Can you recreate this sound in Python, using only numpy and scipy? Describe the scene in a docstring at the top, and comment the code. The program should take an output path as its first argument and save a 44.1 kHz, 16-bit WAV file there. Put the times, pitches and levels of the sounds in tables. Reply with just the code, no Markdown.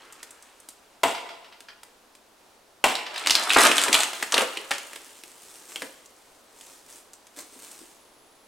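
"""A forest in a light breeze, twigs ticking. Some metres away an axe strikes a dead leaning tree twice,
splitting fibres and ringing the trunk. The tree gives way and crashes down through dry branches, which
snap and splinter; it thumps onto the ground and needles hiss down after it. Then boots shuffle over leaf
litter and break a few sticks. The standing trunks scatter every blow back; a far bird trills at the end."""
import sys
import numpy as np
from scipy import signal
from scipy.fft import rfft, irfft, next_fast_len
from scipy.io import wavfile
from scipy.ndimage import map_coordinates

SR = 44100
rng = np.random.default_rng(int(sys.argv[2]) if len(sys.argv) > 2 else 0)


def inscribe(sig):
    """Save sig as 16-bit PCM at rate SR to the path in sys.argv[1].

    A 1-D sig is mono; a 2-D sig holds one channel per row.
    Samples are clipped to [-1, 1] before scaling.
    """
    pcm = np.round(np.clip(np.atleast_2d(sig).T, -1, 1) * 32767)
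    wavfile.write(sys.argv[1], SR, pcm.astype(np.int16))


N = 373527
T = np.arange(SR // 5) / SR  # time since a hit, s

# Cue levels are faders, ahead of each layer's own trim.
# axe blows: t/s, level/dB, splitting crack/dB, sub-bass pulse/dB
AXE_BLOWS = [(1.0328, -13.5, -4.5, -33), (2.8396, -12, -2.5, -16)]
# twigs ticking: t/s, level/dB, f/Hz
TWIG_TICKS = [(0.124, -26.5, 8400), (0.229, -20, 2600), (0.307, -26.5, 8610), (0.424, -30.5, 7000),
              (0.601, -32, 8160), (0.687, -21.5, 8000), (1.6046, -27, 3080), (1.832, -25.5, 1640),
              (2.15, -33, 2880), (4.782, -16.5, 2760), (4.9313, -22.5, 2080), (4.9581, -19.5, 2930),
              (5.236, -23.5, 2600), (5.7195, -27.5, 2000), (6.058, -31, 6400), (6.609, -28.5, 3040),
              (7.133, -26.5, 6800), (7.268, -32.5, 3000), (7.3634, -36, 8550), (7.7137, -25.5, 8340)]
# boots pressing into leaf litter: t/s of the peak, level/dB, half length/s
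BOOT_SHUFFLES = [(0.498, -68.5, 0.252), (5.05, -66, 0.31), (5.496, -54.5, 0.13), (5.786, -49, 0.11),
                 (6.667, -53, 0.1), (6.935, -49, 0.054), (7.387, -40.5, 0.015), (7.692, -49.5, 0.17)]
# heavy wood and boots meeting the ground or a support: t/s, level/dB, sub-bass pulse/dB, f/Hz
GROUND_THUDS = [(3.303, -44, 2, 310), (3.562, -21.5, -11.5, 363), (3.697, -23, -41.5, 304),
                (3.885, -22, -35, 302), (3.947, -39, -10, 317), (4.34, -28.5, -17, 377),
                (4.379, -20.5, -39, 379), (4.418, -22, -38, 503), (4.571, -37.5, -30, 357),
                (4.708, -28.5, -42, 540), (5.82, -34.5, -33, 530), (5.826, -40, -32, 305),
                (7.372, -44, -22, 345), (7.525, -50, -33, 334), (7.56, -49.5, -33, 320),
                (7.812, -45, -25, 331)]
# bark and chips landing after the blows: t/s, level/dB
CHIP_FALLS = [(1.146, -35), (1.287, -42), (1.4423, -49.5), (1.522, -49), (1.6831, -43), (3.062, -35.5),
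              (3.141, -39.5), (3.157, -32.5)]
# dry branches breaking: t/s, level/dB, f/Hz
BRANCH_SNAPS = [(2.9528, -12, 4360), (3.1789, -18.5, 3860), (3.26, -11.5, 2720), (3.2709, -4, 4730),
                (3.2964, -7.5, 3660), (3.3064, -1, 4800), (3.3517, -1, 4860), (3.4948, -12.5, 3490),
                (3.532, -16.5, 3290), (3.5827, -5.5, 1150), (3.6082, -7.5, 1490), (3.6503, -2.5, 1260),
                (3.6682, -6, 8400), (3.713, -4.5, 2560), (3.7676, -10.5, 8100), (3.7805, -2.5, 2970),
                (3.8151, -10.5, 8200), (3.837, -6, 8400), (3.881, -10.5, 1650), (3.928, -1, 5150),
                (3.942, 0, 3580), (3.9497, -4, 3100), (4.005, -9, 3680), (4.0227, -21.5, 7850),
                (4.0324, -9, 7750), (4.1312, -19, 1460), (4.2245, -9.5, 1520), (4.322, -8.5, 6200),
                (4.3413, -4, 4200), (4.3783, -3, 2900), (4.4166, -13, 1200), (4.571, -15, 2920),
                (4.7073, -13, 1370), (4.7136, -8.5, 1950), (5.758, -17, 2800), (5.819, -18, 1730)]
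# the falling tree ploughing into branches: t/s, hold/s, tumbling limbs/dB, splinters/dB
CROWN_CRASHES = [(3.13, 0.22, -44, -44.5), (3.251, 0.27, -35.5, -36), (3.489, 0.052, -35, -24.5),
                 (3.563, 0.1, -20.5, -20), (3.679, 0.25, -33.5, -34), (3.928, 0.09, -31.5, -28.5),
                 (4.327, 0.085, -28.5, -32), (4.714, 0.041, -46, -37.5)]
# fader ride of the breeze: t/s, level/dB
BREEZE_RIDE = [(2.599, -57.5), (6.2, -56.5)]
# modes of the struck trunk: f/Hz, level/dB, t60/s
TRUNK_MODES = [(335.6, -6.5, 0.085), (591, 1.5, 0.046), (675, 4, 0.11), (885, 12, 0.041),
               (1012, 10.5, 0.051)]
# decay of the forest reverb: f/Hz, t60/s
FOREST_DECAY = [(150, 0.9), (800, 1.08), (3000, 0.95), (13000, 0.91)]

# EQ curves: f/Hz, level/dB
BREEZE_EQ = [(25, -10), (160, -13.5), (260, -5), (450, -3), (950, -4.5), (2000, -13), (4000, -14),
             (10000, -19), (16000, -26.5)]  # air in the treetops
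LIMB_EQ = [(100, -25), (200, -9), (300, 0.5), (500, -1.5), (850, 1), (1300, 2.5), (2500, -5.5),
           (5000, -48.5)]  # tumbling limbs
SPLINTER_EQ = [(200, -24.5), (900, -7.5), (3000, 0.5), (4500, -5.5), (6400, -8), (8300, -5.5), (11500, -14),
               (16000, -25.5)]  # dry wood shattering
LITTER_EQ = [(130, -23.5), (305, 5), (600, -1.5), (1450, -2.5), (4550, -3), (8400, 3), (11500, -5),
             (16000, -11)]  # dry leaves and needles
CRACK_EQ = [(100, -26), (500, 2), (1000, -0.5), (1500, -2.5), (2800, -1), (4200, -9), (6300, -13.5),
            (8000, -8.5), (16000, -27.5)]  # tearing fibres
KNOCK_EQ = [(100, -35), (280, -3), (550, -1.5), (1000, 1), (2000, -10.5), (6000, -58)]  # a limb recoiling
THUMP_EQ = [(80, -30), (160, -19), (240, -5.5), (310, -1.5), (420, -6.5), (2500, -52)]  # heavy wood on soft ground, pitched at THUMP_HZ
CHIP_EQ = [(300, -22.5), (1200, 0), (3000, 0), (5000, -4.5), (7500, -22), (16000, -28.5)]  # falling bark
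SCATTER_EQ = [(90, -11.5), (300, 2), (850, 0.5), (1500, 1), (4000, 4), (12000, -6)]  # what the standing trunks throw back
SIDE_EQ = [(150, -8.5), (1000, -6), (4000, -5.5), (8000, -9), (13000, -17.5)]  # side against mid in scattered sound

THUMP_HZ = 292


def amp(db):
    """Decibels to gain."""
    return 10 ** (np.asarray(db) / 20)


def unit(x):
    """Scale to rms 1."""
    return x / np.sqrt(np.mean(x ** 2) + 1e-20)


def curve(points):
    """A function of frequency through (f, value) points, on a log axis."""
    freqs, values = np.transpose(points)
    return lambda hz: np.interp(np.log(hz + 1), np.log(freqs + 1), values)


def stick(base_eq, pitch_hz, lift_db, octaves):
    """The tone of a breaking stick: a bell boost at its own pitch on top of a base EQ."""
    return lambda hz: base_eq(hz) + lift_db * np.exp(-(np.log2((hz + 1) / pitch_hz) / octaves) ** 2)


def colour(x, eq):
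    """Minimum-phase filter; eq gives dB for each frequency."""
    size = 2 ** 12
    cepstrum = irfft(np.log(amp(eq(np.fft.rfftfreq(size, 1 / SR))) + 1e-6))
    cepstrum[1:size // 2] *= 2
    cepstrum[size // 2 + 1:] = 0
    impulse = irfft(np.exp(rfft(cepstrum)))[:size // 2]
    return signal.oaconvolve(x, impulse)[:len(x)]


def add(track, s, sound):
    """Lay a sound into a track at s seconds."""
    i = max(round(s * SR), 0)
    track[i:i + len(sound)] += sound[:N - i]


def fade(t60):
    """Decay after a hit: 60 dB down in t60 seconds."""
    return np.exp(-np.log(1000) * T / t60)


def swell(start, hold, release_s, attack_s=0.0014):
    """The envelope of a crash: quick attack, hold, exponential release."""
    age = np.maximum(np.arange(N) / SR - start, 0)
    return (1 - np.exp(-age / attack_s)) * np.exp(-np.maximum(age - hold, 0) / release_s)


def wobble(rate):
    """A smooth random curve, rate knots a second."""
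    return map_coordinates(rng.standard_normal(int(N * rate / SR) + 4), [np.arange(N) * rate / SR])


def widen(mid, side):
    """Mid and side to left and right, for sound that arrives from all around."""
    side = colour(side, curve(SIDE_EQ))
    return np.array([mid + side, mid - side])


def burst(eq, t60, grit_db, rise=0.000594):
    """A quickly swelling, then dying cluster of tiny fractures; rms 1 over its first 10 ms."""
    noise = rng.standard_normal(len(T))
    grit = amp(grit_db * np.repeat(rng.standard_normal(len(T)), 16)[:len(T)])
    attack = 1 - np.exp(-(T / rise) ** 2)
    hit = colour(noise * grit * fade(t60) * attack, eq)
    return hit / np.sqrt(np.mean(hit[:SR // 100] ** 2))


def crackle(eq, rate, size_db, life_s):
    """Little fractures of uneven size, rate a second, each a dying puff of noise; rms 1."""
    sizes = amp(size_db * np.minimum(rng.exponential(size=N), 3))
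    onsets = rng.random(N) < rate / SR
    power = signal.lfilter([1], [1, -np.exp(-2 / (life_s * SR))], (sizes * onsets) ** 2)
    return unit(colour(np.sqrt(power) * rng.standard_normal(N), eq))


def fractures(eq, rate, size_db, life_s, count):
    """Crackle from count sticks of different thickness, each with a pitch of its own; rms 1."""
    out = np.zeros(N)
    for pitch_hz in np.geomspace(400, 9000, count):
        wood = stick(lambda hz: eq(hz) - 20, pitch_hz, lift_db=17, octaves=1.28)
        out += amp(eq(pitch_hz)) * np.sqrt(pitch_hz) * crackle(wood, rate / count, size_db, life_s)
    return unit(out)


def breeze():
    """Air in the far treetops: a wide, gently wavering bed that comes up slightly."""
    air = [colour(noise, curve(BREEZE_EQ)) for noise in rng.standard_normal((2, N))]
    level_db = np.interp(np.arange(N) / SR, *np.transpose(BREEZE_RIDE))
    return unit(widen(*air)) * amp(level_db + 0.4 * wobble(6.8))


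def crown(stir_s=0.5):
    """The crown shakes faintly and comes to rest; in the fall, limbs tumble and dead twigs shatter."""
    stir = np.exp(-np.arange(N) / SR / stir_s)
    limb_power, splinter_power = (amp(-56.5) * stir) ** 2, (amp(-57) * stir) ** 2
    for s, hold, limbs_db, splinters_db in CROWN_CRASHES:
        settling = amp(-20) * swell(s, hold, release_s=0.35)  # loose wood keeps falling
        crash = np.hypot(swell(s, hold, release_s=0.0156), settling)
        limb_power += (amp(limbs_db) * crash) ** 2
        splinter_power += (amp(splinters_db) * crash) ** 2
    tumble = fractures(curve(LIMB_EQ), rate=900, size_db=2.5, life_s=0.0037, count=8)
    shatter = fractures(curve(SPLINTER_EQ), rate=700, size_db=5, life_s=0.0012, count=6)
    return np.sqrt(limb_power) * tumble + np.sqrt(splinter_power) * shatter


def twigs():
    """Thin twigs and flying chips give one short, bright tick each."""
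    out = np.zeros(N)
    for s, db, pitch_hz in TWIG_TICKS:
        twig = stick(curve(LITTER_EQ), pitch_hz, lift_db=8.5, octaves=1)
        add(out, s, amp(db - 18.5) * burst(twig, t60=0.035, grit_db=4))
    return out


def boots():
    """Dry leaves and needles crunch under shifting weight."""
    t = np.arange(N) / SR
    weight = sum(amp(db) / (1 + np.abs((t - s) / half) ** 3) for s, db, half in BOOT_SHUFFLES)
    return weight * crackle(curve(LITTER_EQ), rate=1000, size_db=4.4, life_s=0.0008)


def trunk(pitch_ratio):
    """The struck trunk rings in a few short, woody modes with a softened attack."""
    ring = sum(amp(db) * fade(t60) * np.sin(2 * np.pi * (hz * pitch_ratio * T + rng.random()))
               for hz, db, t60 in TRUNK_MODES)
    return ring * (1 - np.exp(-(T / 0.0032) ** 2))


def axe():
    """The blade splits fibres and rings the trunk; the notch knocks and tears on."""
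    out = np.zeros(N)
    notch = stick(curve(KNOCK_EQ), pitch_hz=780, lift_db=13.5, octaves=0.52)
    for s, db, crack_db, _ in AXE_BLOWS:
        body = burst(notch, t60=0.16, grit_db=5, rise=0.0011)
        bite = burst(curve(CRACK_EQ), t60=0.045, grit_db=3, rise=0.0014)
        tear = burst(curve(CRACK_EQ), t60=0.4, grit_db=4, rise=0.0038)
        crack = amp(crack_db) * (bite + amp(-12.5) * tear)
        add(out, s, amp(db) * (amp(-8) * trunk(pitch_ratio=1) + amp(-7.5) * body + crack))
    return out


def thuds(sub_s=0.0016):
    """Heavy contacts: a hollow thump at the pitch of the limb, with a short sub-bass pulse under the hit."""
    out = np.zeros(N)
    sub = -(T / sub_s) ** 2 * np.exp(-T / sub_s)
    # the trunk bumps its support just after each axe blow
    bumps = [(s + 0.018, db - 12, sub_db, THUMP_HZ) for s, db, _, sub_db in AXE_BLOWS]
    for s, db, sub_db, pitch_hz in bumps + GROUND_THUDS:
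        thump = burst(lambda hz: curve(THUMP_EQ)(hz * THUMP_HZ / pitch_hz), t60=0.06, grit_db=2)
        hollow = fade(0.0594) * np.sin(2 * np.pi * pitch_hz * T) * (1 - np.exp(-pitch_hz * T))
        add(out, s, amp(db - 19) * (unit(thump) + amp(-2.5) * unit(hollow) + amp(sub_db) * unit(sub)))
    return out


def chips():
    """Bark and chips shaken loose by the axe land with a dull little crunch."""
    out = np.zeros(N)
    for s, db in CHIP_FALLS:
        add(out, s, amp(db) * burst(curve(CHIP_EQ), t60=0.0512, grit_db=0, rise=0.003))
    return out


def branches(split_gap_s=0.0085):
    """Each branch gives a dry crack around its own pitch, its fibres tear, and the limb behind knocks."""
    out = np.zeros(N)
    for s, db, pitch_hz in BRANCH_SNAPS:
        wood = stick(curve(SPLINTER_EQ), pitch_hz, lift_db=8.5, octaves=0.49)
        rise = 2.5 / pitch_hz  # thick, low branches give way more slowly
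        crack = amp(-14.5) * burst(wood, t60=0.019, grit_db=4.5, rise=rise)
        tear = amp(-24.5) * burst(wood, t60=0.069, grit_db=-2.5)
        knock_db = -16.5 - 8 * np.log2(pitch_hz / 1000)  # thin, high ones knock less
        knock = amp(knock_db) * burst(curve(KNOCK_EQ), t60=0.047, grit_db=-1)
        add(out, s, amp(db) * (crack + tear + knock))
        split_s = s + split_gap_s * rng.uniform(0.6, 1.3)  # the last fibres part a little later
        add(out, split_s, amp(db - 25.5) * burst(wood, t60=0.024, grit_db=5.5))
    return out


def needles():
    """Every crash shakes out dry needles and flakes of bark, which hiss down onto the litter."""
    power = sum((amp(db) * swell(s, hold, release_s=0.91)) ** 2 for s, hold, _, db in CROWN_CRASHES)
    patter = crackle(curve(LITTER_EQ), rate=240, size_db=3, life_s=0.00123)
    return amp(-24.5) * np.sqrt(power) * patter


def landing(at_s=3.5618):
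    """The trunk strikes the ground and rings a little higher than under the axe."""
    out = np.zeros(N)
    ring = amp(-4) * trunk(pitch_ratio=1.2)
    impact = burst(curve(LIMB_EQ), t60=0.048, grit_db=1)
    add(out, at_s, amp(-14) * (ring + impact))
    return out


def bird(start_s=7.99, notes_per_s=23, top_hz=11400, fall_hz=2100):
    """A far bird starts a thin, buzzy, very high trill of falling notes."""
    t = np.arange(N) / SR - start_s
    note_progress = t * notes_per_s % 1
    phase = 2 * np.pi * np.cumsum(top_hz - fall_hz * note_progress) / SR
    pulses = (t > 0) * np.sin(np.pi * note_progress) ** 2
    buzz = wobble(700)
    return amp(-63) * pulses * buzz * np.sin(phase)


def forest(near_db, far_db):
    """Impulse response of one spot: ground and close trunks answer at once, the deep wood trails on."""
    grain = amp(4.5 * np.repeat(rng.standard_normal((2, SR // 150)), 150, axis=1))
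    hz, t, spectrum = signal.stft(rng.standard_normal((2, SR)) * grain, SR, nperseg=256)
    scatter = amp(curve(SCATTER_EQ)(hz))[:, None]
    decay = np.exp(-np.log(1000) * t / curve(FOREST_DECAY)(hz)[:, None])
    tail = signal.istft(spectrum * scatter * decay, SR, nperseg=256)[1]
    tail *= 1 - np.exp(-np.arange(tail.shape[1]) / SR / 0.016)  # the tail blooms
    early = rng.standard_normal((2, len(T))) * (rng.random((2, len(T))) < 0.03)
    early *= fade(0.25) * (T > 0.002)
    paths = amp(far_db) * tail / np.linalg.norm(tail[0])
    paths[:, :len(T)] += amp(near_db) * early / np.linalg.norm(early[0])
    return widen(*paths)


def echoes(send, near_db, far_db, spots, step_s=0.05):
    """The send crossfades round several spots, so successive sounds get different echoes."""
    position = np.arange(N) / SR / step_s
    out = np.zeros((2, N))
    for k in range(spots):
        share = np.sqrt(np.clip(1 - np.abs((position - k) % spots - 1), 0, 1))
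        out += signal.oaconvolve((send * share)[None], forest(near_db, far_db), axes=1)[:, :N]
    return out


def scene():
    """The action sits near centre among the trees, thuds a little left; the snaps are mixed drier."""
    blows, low, snaps = axe(), thuds(), branches() + twigs()
    debris = landing() + crown() + needles() + chips() + boots() + bird()
    direct = blows * amp([[0.4], [-0.4]]) + snaps + debris + low * amp([[1.8], [-1.8]])
    fall_send = debris + low + amp(-5.5) * snaps
    axe_echoes = echoes(blows, near_db=-8, far_db=-11.5, spots=2)
    fall_echoes = echoes(fall_send, near_db=-1.5, far_db=-12, spots=5)
    return direct + axe_echoes + fall_echoes + breeze()


def record(dry, ceiling=0.95, top_hz=16100):
    """Master chain: a soft clip rounds the highest peaks, then a steep low-pass trims the top."""
    clipped = dry / (1 + np.abs(dry / ceiling) ** 6) ** (1 / 6)
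    size = next_fast_len(N + SR // 2)
    low_pass = 1 / (1 + (np.fft.rfftfreq(size, 1 / SR) / top_hz) ** 160)
    return irfft(rfft(clipped, size) * low_pass, size)[:, :N]


dry = scene()
out = record(dry)
inscribe(out)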